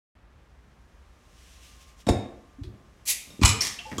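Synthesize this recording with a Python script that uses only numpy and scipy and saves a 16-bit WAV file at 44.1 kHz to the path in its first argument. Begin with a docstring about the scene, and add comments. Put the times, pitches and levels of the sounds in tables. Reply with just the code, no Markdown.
"""After a short silence, room air and a low hum, then a hand rustling as a glass bottle meets a wall opener.
The bottle knocks and shifts: pushes ring the modes of a hollow wall, and tiny contacts ring the glass.
Gas hisses past the cap as sputtering noise; the pop is noise bursts through neck resonances, with a wall thump.
The cap rattles, drops, skitters as grainy noise and bounces as short rings; bubbles glug as climbing tones.
A small hard room answers with dying noise; a phone microphone close by drops the deep bass."""
import sys
import numpy as np
from scipy import signal
from scipy.fft import rfft, irfft
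from scipy.io import wavfile

SR = 44100
rng = np.random.default_rng(int(sys.argv[2]) if len(sys.argv) > 2 else 0)


def waveform_to_disk(signal):
    """Save audio, clipped to [-1, 1], as 16-bit WAV at the path in sys.argv[1]."""
    frames = np.transpose(np.atleast_2d(signal))
    scaled = np.clip(frames, -1, 1) * 32767
    samples = np.round(scaled).astype(np.int16)
    wavfile.write(sys.argv[1], SR, samples)


def volts(x):
    """Linear amplitude factor 10**(x/20) for a level x in dB, scalar or array-like."""
    e = np.asarray(x, float) / 20
    return 10 ** e


N = 176400  # length in samples

# Every *_COLOUR is a spectrum shape: pitch_hz, relative_db_per_hz. Rings use t60 of at least 0.002 s.
# pushes into the wall, each one swing in and out: start_s, strength_db, swing_ms
WALL_PUSHES = [(2.0707, -22.5, 4.06), (2.0877, -19, 1.23), (2.0893, -17.5, 1.23), (2.0919, -21, 1.26),
               (2.0944, -16.5, 3.67), (2.095, -10, 14.2), (2.109, -29, 6.9), (2.612, -29, 9.4),
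               (2.664, -33, 14.8), (3.393, -33, 2.9), (3.4166, -17, 4.1), (3.4341, -5, 13.8),
               (3.918, -38.5, 2.5), (3.931, -36, 2.86), (3.984, -27.5, 2.6)]
# modes of the hollow wall: pitch_hz, level_db
WALL_MODES = [(62, -16.5), (80, -22.5), (125, -4.5), (223, -1.5), (280, 0), (350, 1.5), (480, -1), (630, 1),
              (770, -9), (953, 1), (1060, -15), (1260, -24)]
WALL_CYCLES, WALL_TOP_HZ = 12, 1300  # cycles to fall 60 dB; the soft contact drives little higher
PANEL_HZ, PANEL_DB, PANEL_T60_S = 103.8, -4.5, 0.2  # one mode of the wall hangs on

# the cap bends and lets go, air bursts from the neck: start_s, level_db, t60_s
POP_BURSTS = [(3.413, -33, 0.42), (3.425, -27.5, 0.12), (3.4328, -9.5, 0.063), (3.452, -26.5, 0.25)]
# resonances of the bottle neck: pitch_hz, width_hz, relative_level_db
NECK_RESONANCES = [(1116, 220, 3.5), (1260, 186, 2), (2380, 300, -3)]
# wide noise of the escaping air: pitch_hz, relative_db_per_hz
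POP_WIDE_COLOUR = [(1500, -12.5), (2500, -3), (8000, -6.5), (9200, -16), (15500, -32)]
POP_WIDE_DB, POP_WIDE_T60_SHARE = -2, 0.31  # the wide noise has this share of the burst's t60

# glass touches the opener's lip: start_s, level_db, rattle_t60_s
GLASS_CLINKS = [(2.0675, -34, 0.066), (2.083, -37, 0.064), (2.088, -23.5, 0.055), (3.305, -42.5, 0.0067)]
# modes of the glass: pitch_hz, level_db, t60_s
GLASS_MODES = [(3690, -15, .3), (3760, -8, .03), (5421, -15, .14), (8000, -10, .008)]
# wide crack of glass on the lip: pitch_hz, relative_db_per_hz
CLINK_COLOUR = [(300, 3), (900, 0), (1600, -12), (3500, -16), (6000, -17.5), (8000, -14.5), (15500, -38)]
# the freed cap rings against the lip: start_s, level_db, rattle_t60_s
CAP_SNAPS = [(3.450, -18, 0.11), (3.456, -17, 0.052), (3.478, -23.5, 0.054), (3.49, -23, 0.13)]
# modes of the cap: pitch_hz, level_db, t60_s
CAP_MODES = [(2180, -24, 0.05), (2414, -15, 0.13), (2470, -11.5, 0.066), (2985, -10.5, 0.093),
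             (4120, -9.5, 0.041), (5330, -10, .025), (6800, -18, .02), (7360, -5, 0.02), (7870, 0, 0.04)]
# wide crack of cap on the lip: pitch_hz, relative_db_per_hz
SNAP_COLOUR = [(1700, -21), (2500, 8.5), (7000, 13.5), (8600, 10), (11000, 9), (15800, -21)]
CLINK_CRACK_DB, SNAP_CRACK_DB = 7, -1.5
STRIKE_DB = 4  # strength of the first contact, over the row's level

# gas past the cap: time_s, level_db
HISS_CURVE = [(3.054, -48), (3.066, -38.5), (3.08, -26.5), (3.105, -21.5), (3.125, -28.5), (3.15, -49),
              (3.4, -66.5)]
# spectrum of the gas: pitch_hz, relative_db_per_hz
GAS_COLOUR = [(880, -25.5), (1500, -25), (2340, -3.5), (2990, -10), (6130, -4), (7680, -1.5), (8990, -8.5),
              (10300, -2), (15800, -16.5)]
SPUTTER_PER_S, SPUTTER_DB = 720, -0.5  # grains per second, scale of their random gain

# the cap lands and slides: time_s, level_db
SKITTER_CURVE = [(3.606, -47), (3.61, -27.5), (3.65, -30), (3.68, -31.5), (3.72, -44), (3.8, -56.5),
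                 (4, -57)]
# spectrum of the slide: pitch_hz, relative_db_per_hz
SLIDE_COLOUR = [(880, -14.5), (1500, -18.5), (1880, -2.5), (2600, -9.5), (5610, -1), (12800, -17),
                (15800, -29)]
SKITTER_PER_S, SKITTER_GRAIN_DB = 830, 3.5  # grains per second, scale of their random gain

# small ticks and bounces, each sounding one part of what it hits: start_s, level_db, pitch_hz, ring_t60_s
BOUNCE_TICKS = [(2.6357, -37, 3900, 0.0016), (3.608, -14, 5460, 0.0077), (3.62, -21, 5760, 0.0075),
                (3.633, -42.5, 1867, 0.072), (3.788, -33, 2640, 0.015), (3.791, -30, 2985, 0.022),
                (3.9158, -27, 2150, 0.0017), (3.928, -32.5, 1790, 0.0056), (3.983, -29.5, 1120, 0.022),
                (3.982, -33.5, 3300, 0.012), (3.9825, -20.5, 6800, 0.0011)]
CHATTER_S = 0.013  # time in which the chatter falls to 1/e

# bubbles in the tilted bottle, each a climbing tone: start_s, level_db, start_pitch_hz, length_s
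BUBBLES = [(2.585, -39, 253, 0.034), (2.642, -40, 334, 0.022), (3.53, -40.5, 417.5, 0.081),
           (3.79, -50, 682, 0.031), (3.853, -39.5, 852, 0.03), (3.865, -47, 496, 0.035),
           (3.885, -41.5, 830, 0.032)]
GLUG_RISE_HZ_PER_S = 1370

# the bottle rubs and bumps dully in the opener and the hand: start_s, level_db, t60_s
BOTTLE_RUBS = [(2.68, -51.5, 1), (3.27, -52, 1), (3.5, -47.5, 1), (3.915, -40.5, 1)]
# spectrum of the dull rub: pitch_hz, relative_db_per_hz
DULL_COLOUR = [(60, 2.5), (200, 12.5), (450, -1), (650, -3), (1500, -35)]
ATTACK_S = 0.0018  # onset of every dying burst

# how long the room's echoes last: pitch_hz, t60_s
ROOM_DECAY = [(60, 0.063), (110, 0.56), (300, 0.6), (1500, 0.66), (5000, 0.42), (14000, 0.3)]
ROOM_DB, WALL_ROOM_DB, ROOM_RISE_S = -7, -6.5, 0.0047  # sends of bright and dull sounds, echo build-up

# a faint rustle of hand and sleeve, in strokes: time_s, level_db
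RUSTLE_CURVE = [(.3, -79.5), (1.15, -71.5), (1.34, -65), (1.39, -60), (1.54, -57.5), (1.6, -60),
                (1.64, -54), (1.79, -61), (1.82, -55.5), (1.86, -62.5), (1.89, -58.5), (1.96, -69),
                (2.01, -54.5), (2.04, -68), (2.628, -72), (2.638, -61.5), (2.7, -74), (3.05, -69),
                (3.4, -59), (4, -59)]
# spectrum of the rustle: pitch_hz, relative_db_per_hz
SLEEVE_COLOUR = [(880, -40), (1500, -7), (2830, 1), (4480, -4), (5830, -1), (12000, -13), (15500, -21.5)]
# room air: pitch_hz, relative_db_per_hz
AIR_COLOUR = [(25, -6), (64, -0.5), (86, -12), (410, -23), (1710, -28.5), (15500, -60)]
# noise in narrow rings: pitch_hz, level_db
NARROW_TONES = [(1068, -72), (1190, -72)]
AIR_DB, HUM_HZ, HUM_WIDTH_HZ, HUM_DB = -54.5, 57.9, 24.4, -60
TONES_RISE_S = 1.5  # the faint tones swell in over this time
START_S, BASS_CUT_HZ = 0.152, 44  # silence before the sound starts, microphone's low cut


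def at_hz(points, hz):
    """Read a spectrum table on a log frequency axis."""
    p = np.array(points, float)
    return np.interp(np.log(np.maximum(hz, 1)), np.log(p[:, 0]), p[:, 1])


def rms_one(x):
    """Scale to rms 1."""
    return x / np.sqrt(np.mean(x ** 2) + 1e-20)


def coloured(spectrum, white=None):
    """Filter noise to the given spectrum, at rms 1."""
    white = rng.standard_normal(N) if white is None else white
    hz = np.arange(N // 2 + 1) * SR / N
    return rms_one(irfft(rfft(white) * volts(at_hz(spectrum, hz)), N))


def level(rows):
    """Gain along a curve of time_s, level_db; silent outside it."""
    s, db = np.transpose(rows)
    return volts(np.interp(np.arange(N) / SR, s, db, left=-200, right=-200))


def ring(x, hz, t60):
    """A two-pole mode: a unit click sets a dying sine of about height 1 ringing."""
    r = volts(-60 / (max(t60, .002) * SR))
    w = 2 * np.pi * hz / SR
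    return signal.lfilter([0, np.sin(w)], [1, -2 * r * np.cos(w), r * r], x + 1e-18)


def resonance(x, hz, width_hz):
    """A resonant band with a gain of about 1 on top."""
    r = np.exp(-np.pi * width_hz / SR)
    poles = [1, -2 * r * np.cos(2 * np.pi * hz / SR), r * r]
    return signal.lfilter([(1 - r * r) / 2, 0, (r * r - 1) / 2], poles, x)


def dying(rows):
    """Envelope of quick starts that die away, from start_s, level_db, t60_s."""
    t = np.arange(N) / SR
    envelope = np.zeros(N)
    for s, db, t60 in rows:
        attack = np.clip((t - s) / ATTACK_S, 0, 1)
        envelope += attack * volts(db - 60 * np.maximum(t - s, 0) / max(t60, .002))
    return envelope


def grains(per_s, size_db):
    """White noise whose height jumps in short random grains."""
    step = rng.exponential(1, int(N * per_s / SR) + 2)
    grain = (np.arange(N) * per_s / SR).astype(int)
    return rng.standard_normal(N) * volts(size_db * np.minimum(step, 4))[grain]


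def wall():
    """Pushes ring the hollow wall: slow swings sound the low modes, quick ones the high."""
    force = np.zeros(N + SR)
    for s, db, ms in WALL_PUSHES:
        start, n = int(s * SR), int(max(ms, .3) * SR / 1000)
        swing = np.sin(2 * np.pi * np.arange(n) / n)
        force[start:start + n] += swing * volts(db) * 2 / n
    soft = signal.sosfilt(signal.butter(2, WALL_TOP_HZ, fs=SR, output="sos"), force[:N])
    modes = sum(volts(db) * ring(soft, hz, WALL_CYCLES / hz) for hz, db in WALL_MODES)
    return modes + volts(PANEL_DB) * ring(soft, PANEL_HZ, PANEL_T60_S)


def pop():
    """Bursts of air excite the neck resonances, with some shorter wide noise."""
    air = dying(POP_BURSTS) * rng.standard_normal(N)
    neck = np.zeros(N)
    for k, (hz, width, db) in enumerate(NECK_RESONANCES):
        neck += 3.53 * volts(db) * resonance(air, hz, width) * (-1) ** k  # alternating polarity
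    short = [(s, db, t60 * POP_WIDE_T60_SHARE) for s, db, t60 in POP_BURSTS]
    return neck + volts(POP_WIDE_DB) * dying(short) * coloured(POP_WIDE_COLOUR)


def rattle(rows, modes, crack, crack_db):
    """A strike, then dying bursts of tiny uneven contacts, ring the modes and give a wide crack."""
    env = dying(rows)
    contacts = rms_one(grains(700, 1.5))
    force = .07 * env * contacts
    for s, db, _ in rows:
        force[int(s * SR)] += volts(db + STRIKE_DB)
    ringing = sum(volts(db) * ring(force, hz, t60) for hz, db, t60 in modes)
    return ringing + volts(crack_db) * env * coloured(crack, contacts)


def clinks():
    """The bottle's glass modes ring as it touches the opener's lip."""
    return rattle(GLASS_CLINKS, GLASS_MODES, CLINK_COLOUR, CLINK_CRACK_DB)


def snaps():
    """The freed cap's modes ring as it strikes the lip."""
    return rattle(CAP_SNAPS, CAP_MODES, SNAP_COLOUR, SNAP_CRACK_DB)


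def hiss():
    """Gas squeezing past the cap: coloured noise that sputters in random grains."""
    return level(HISS_CURVE) * coloured(GAS_COLOUR, grains(SPUTTER_PER_S, SPUTTER_DB))


def skitter():
    """The cap sliding: coloured noise in coarse random grains."""
    return level(SKITTER_CURVE) * coloured(SLIDE_COLOUR, grains(SKITTER_PER_S, SKITTER_GRAIN_DB))


def bounces():
    """Each contact is a click and a short chatter that drive one ring."""
    out = np.zeros(N + SR)
    n = int(.04 * SR)  # chatter length
    fade = np.exp(-np.arange(n) / (CHATTER_S * SR))
    chatter = rng.standard_normal((len(BOUNCE_TICKS), n)) * 0.12 * fade
    for (s, db, hz, t60), force in zip(BOUNCE_TICKS, chatter):
        start = int(s * SR)
        hit = np.r_[1, force, np.zeros(SR // 2 - n - 1)]
        out[start:start + SR // 2] += volts(db) * ring(hit, hz, t60)
    return out[:N]


def glugs():
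    """Each bubble is a sine that swells quickly, fades and rises in pitch."""
    out = np.zeros(N + SR)
    for s, db, hz, length in BUBBLES:
        start = int(s * SR)
        t = np.arange(int(length * SR)) / SR
        shape = np.sin(np.pi * np.sqrt(t / length))
        tone = np.sin(2 * np.pi * (hz + GLUG_RISE_HZ_PER_S * t / 2) * t)
        out[start:start + len(t)] += volts(db) * shape * tone
    return out[:N]


def rubs():
    """Dull friction and bumps: slow-grained low noise that dies away."""
    return dying(BOTTLE_RUBS) * coloured(DULL_COLOUR, grains(60, 1.4))


def room(x):
    """Dense echoes of a small hard room: noise that dies band by band."""
    t = np.arange(int(.8 * SR)) / SR
    edges = 40 * 2 ** np.arange(0, 9, .5)  # half-octave bands
    tail = np.zeros(len(t))
    for lo, hi in zip(edges, edges[1:]):
        band = signal.butter(2, [lo, hi], "band", fs=SR, output="sos")
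        decay = volts(-60 * t / at_hz(ROOM_DECAY, np.sqrt(lo * hi)))
        tail += signal.sosfilt(band, rng.standard_normal(len(t))) * decay
    tail *= np.clip(t / ROOM_RISE_S, 0, 1) ** 2
    return signal.fftconvolve(x, tail / np.sqrt(np.sum(tail ** 2)))[:N]


def rustle():
    """Hand and sleeve: coloured noise shaped in strokes."""
    return level(RUSTLE_CURVE) * coloured(SLEEVE_COLOUR)


def hum(white):
    """A wavering hum: noise passed twice through one low resonance."""
    once = resonance(white, HUM_HZ, HUM_WIDTH_HZ)
    return volts(HUM_DB) * rms_one(resonance(once, HUM_HZ, HUM_WIDTH_HZ))


def faint_tones(white):
    """Noise through narrow resonances, swelling in at the start."""
    tones = sum(volts(db) * rms_one(resonance(white, hz, 5.4)) for hz, db in NARROW_TONES)
    return tones * np.clip(np.arange(N) / SR / TONES_RISE_S, 0, 1) ** 2


def background():
    """Room air as steady coloured noise, with the hum and the faint tones."""
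    white = rng.standard_normal(N)
    return volts(AIR_DB) * coloured(AIR_COLOUR) + hum(white) + faint_tones(white)


def scene():
    """Mix all sources, near and with the room."""
    dull = wall() + glugs() + rubs()
    bright = pop() + clinks() + snaps() + hiss() + skitter() + bounces()
    echoes = room(volts(WALL_ROOM_DB) * dull + volts(ROOM_DB) * bright)
    return (dull + bright + echoes + rustle() + background())[None]


def band_limit(x):
    """A steep low-pass at the top of the band."""
    return signal.sosfilt(signal.butter(12, 15910, fs=SR, output="sos"), x)


def record(dry):
    """The microphone drops the deep bass; the sound starts after a short silence."""
    low_cut = signal.butter(3, BASS_CUT_HZ, "high", fs=SR, output="sos")
    heard = signal.sosfilt(low_cut, dry)
    started = np.arange(N) >= START_S * SR
    return band_limit(heard * started)


dry = scene()
out = record(dry)
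waveform_to_disk(out)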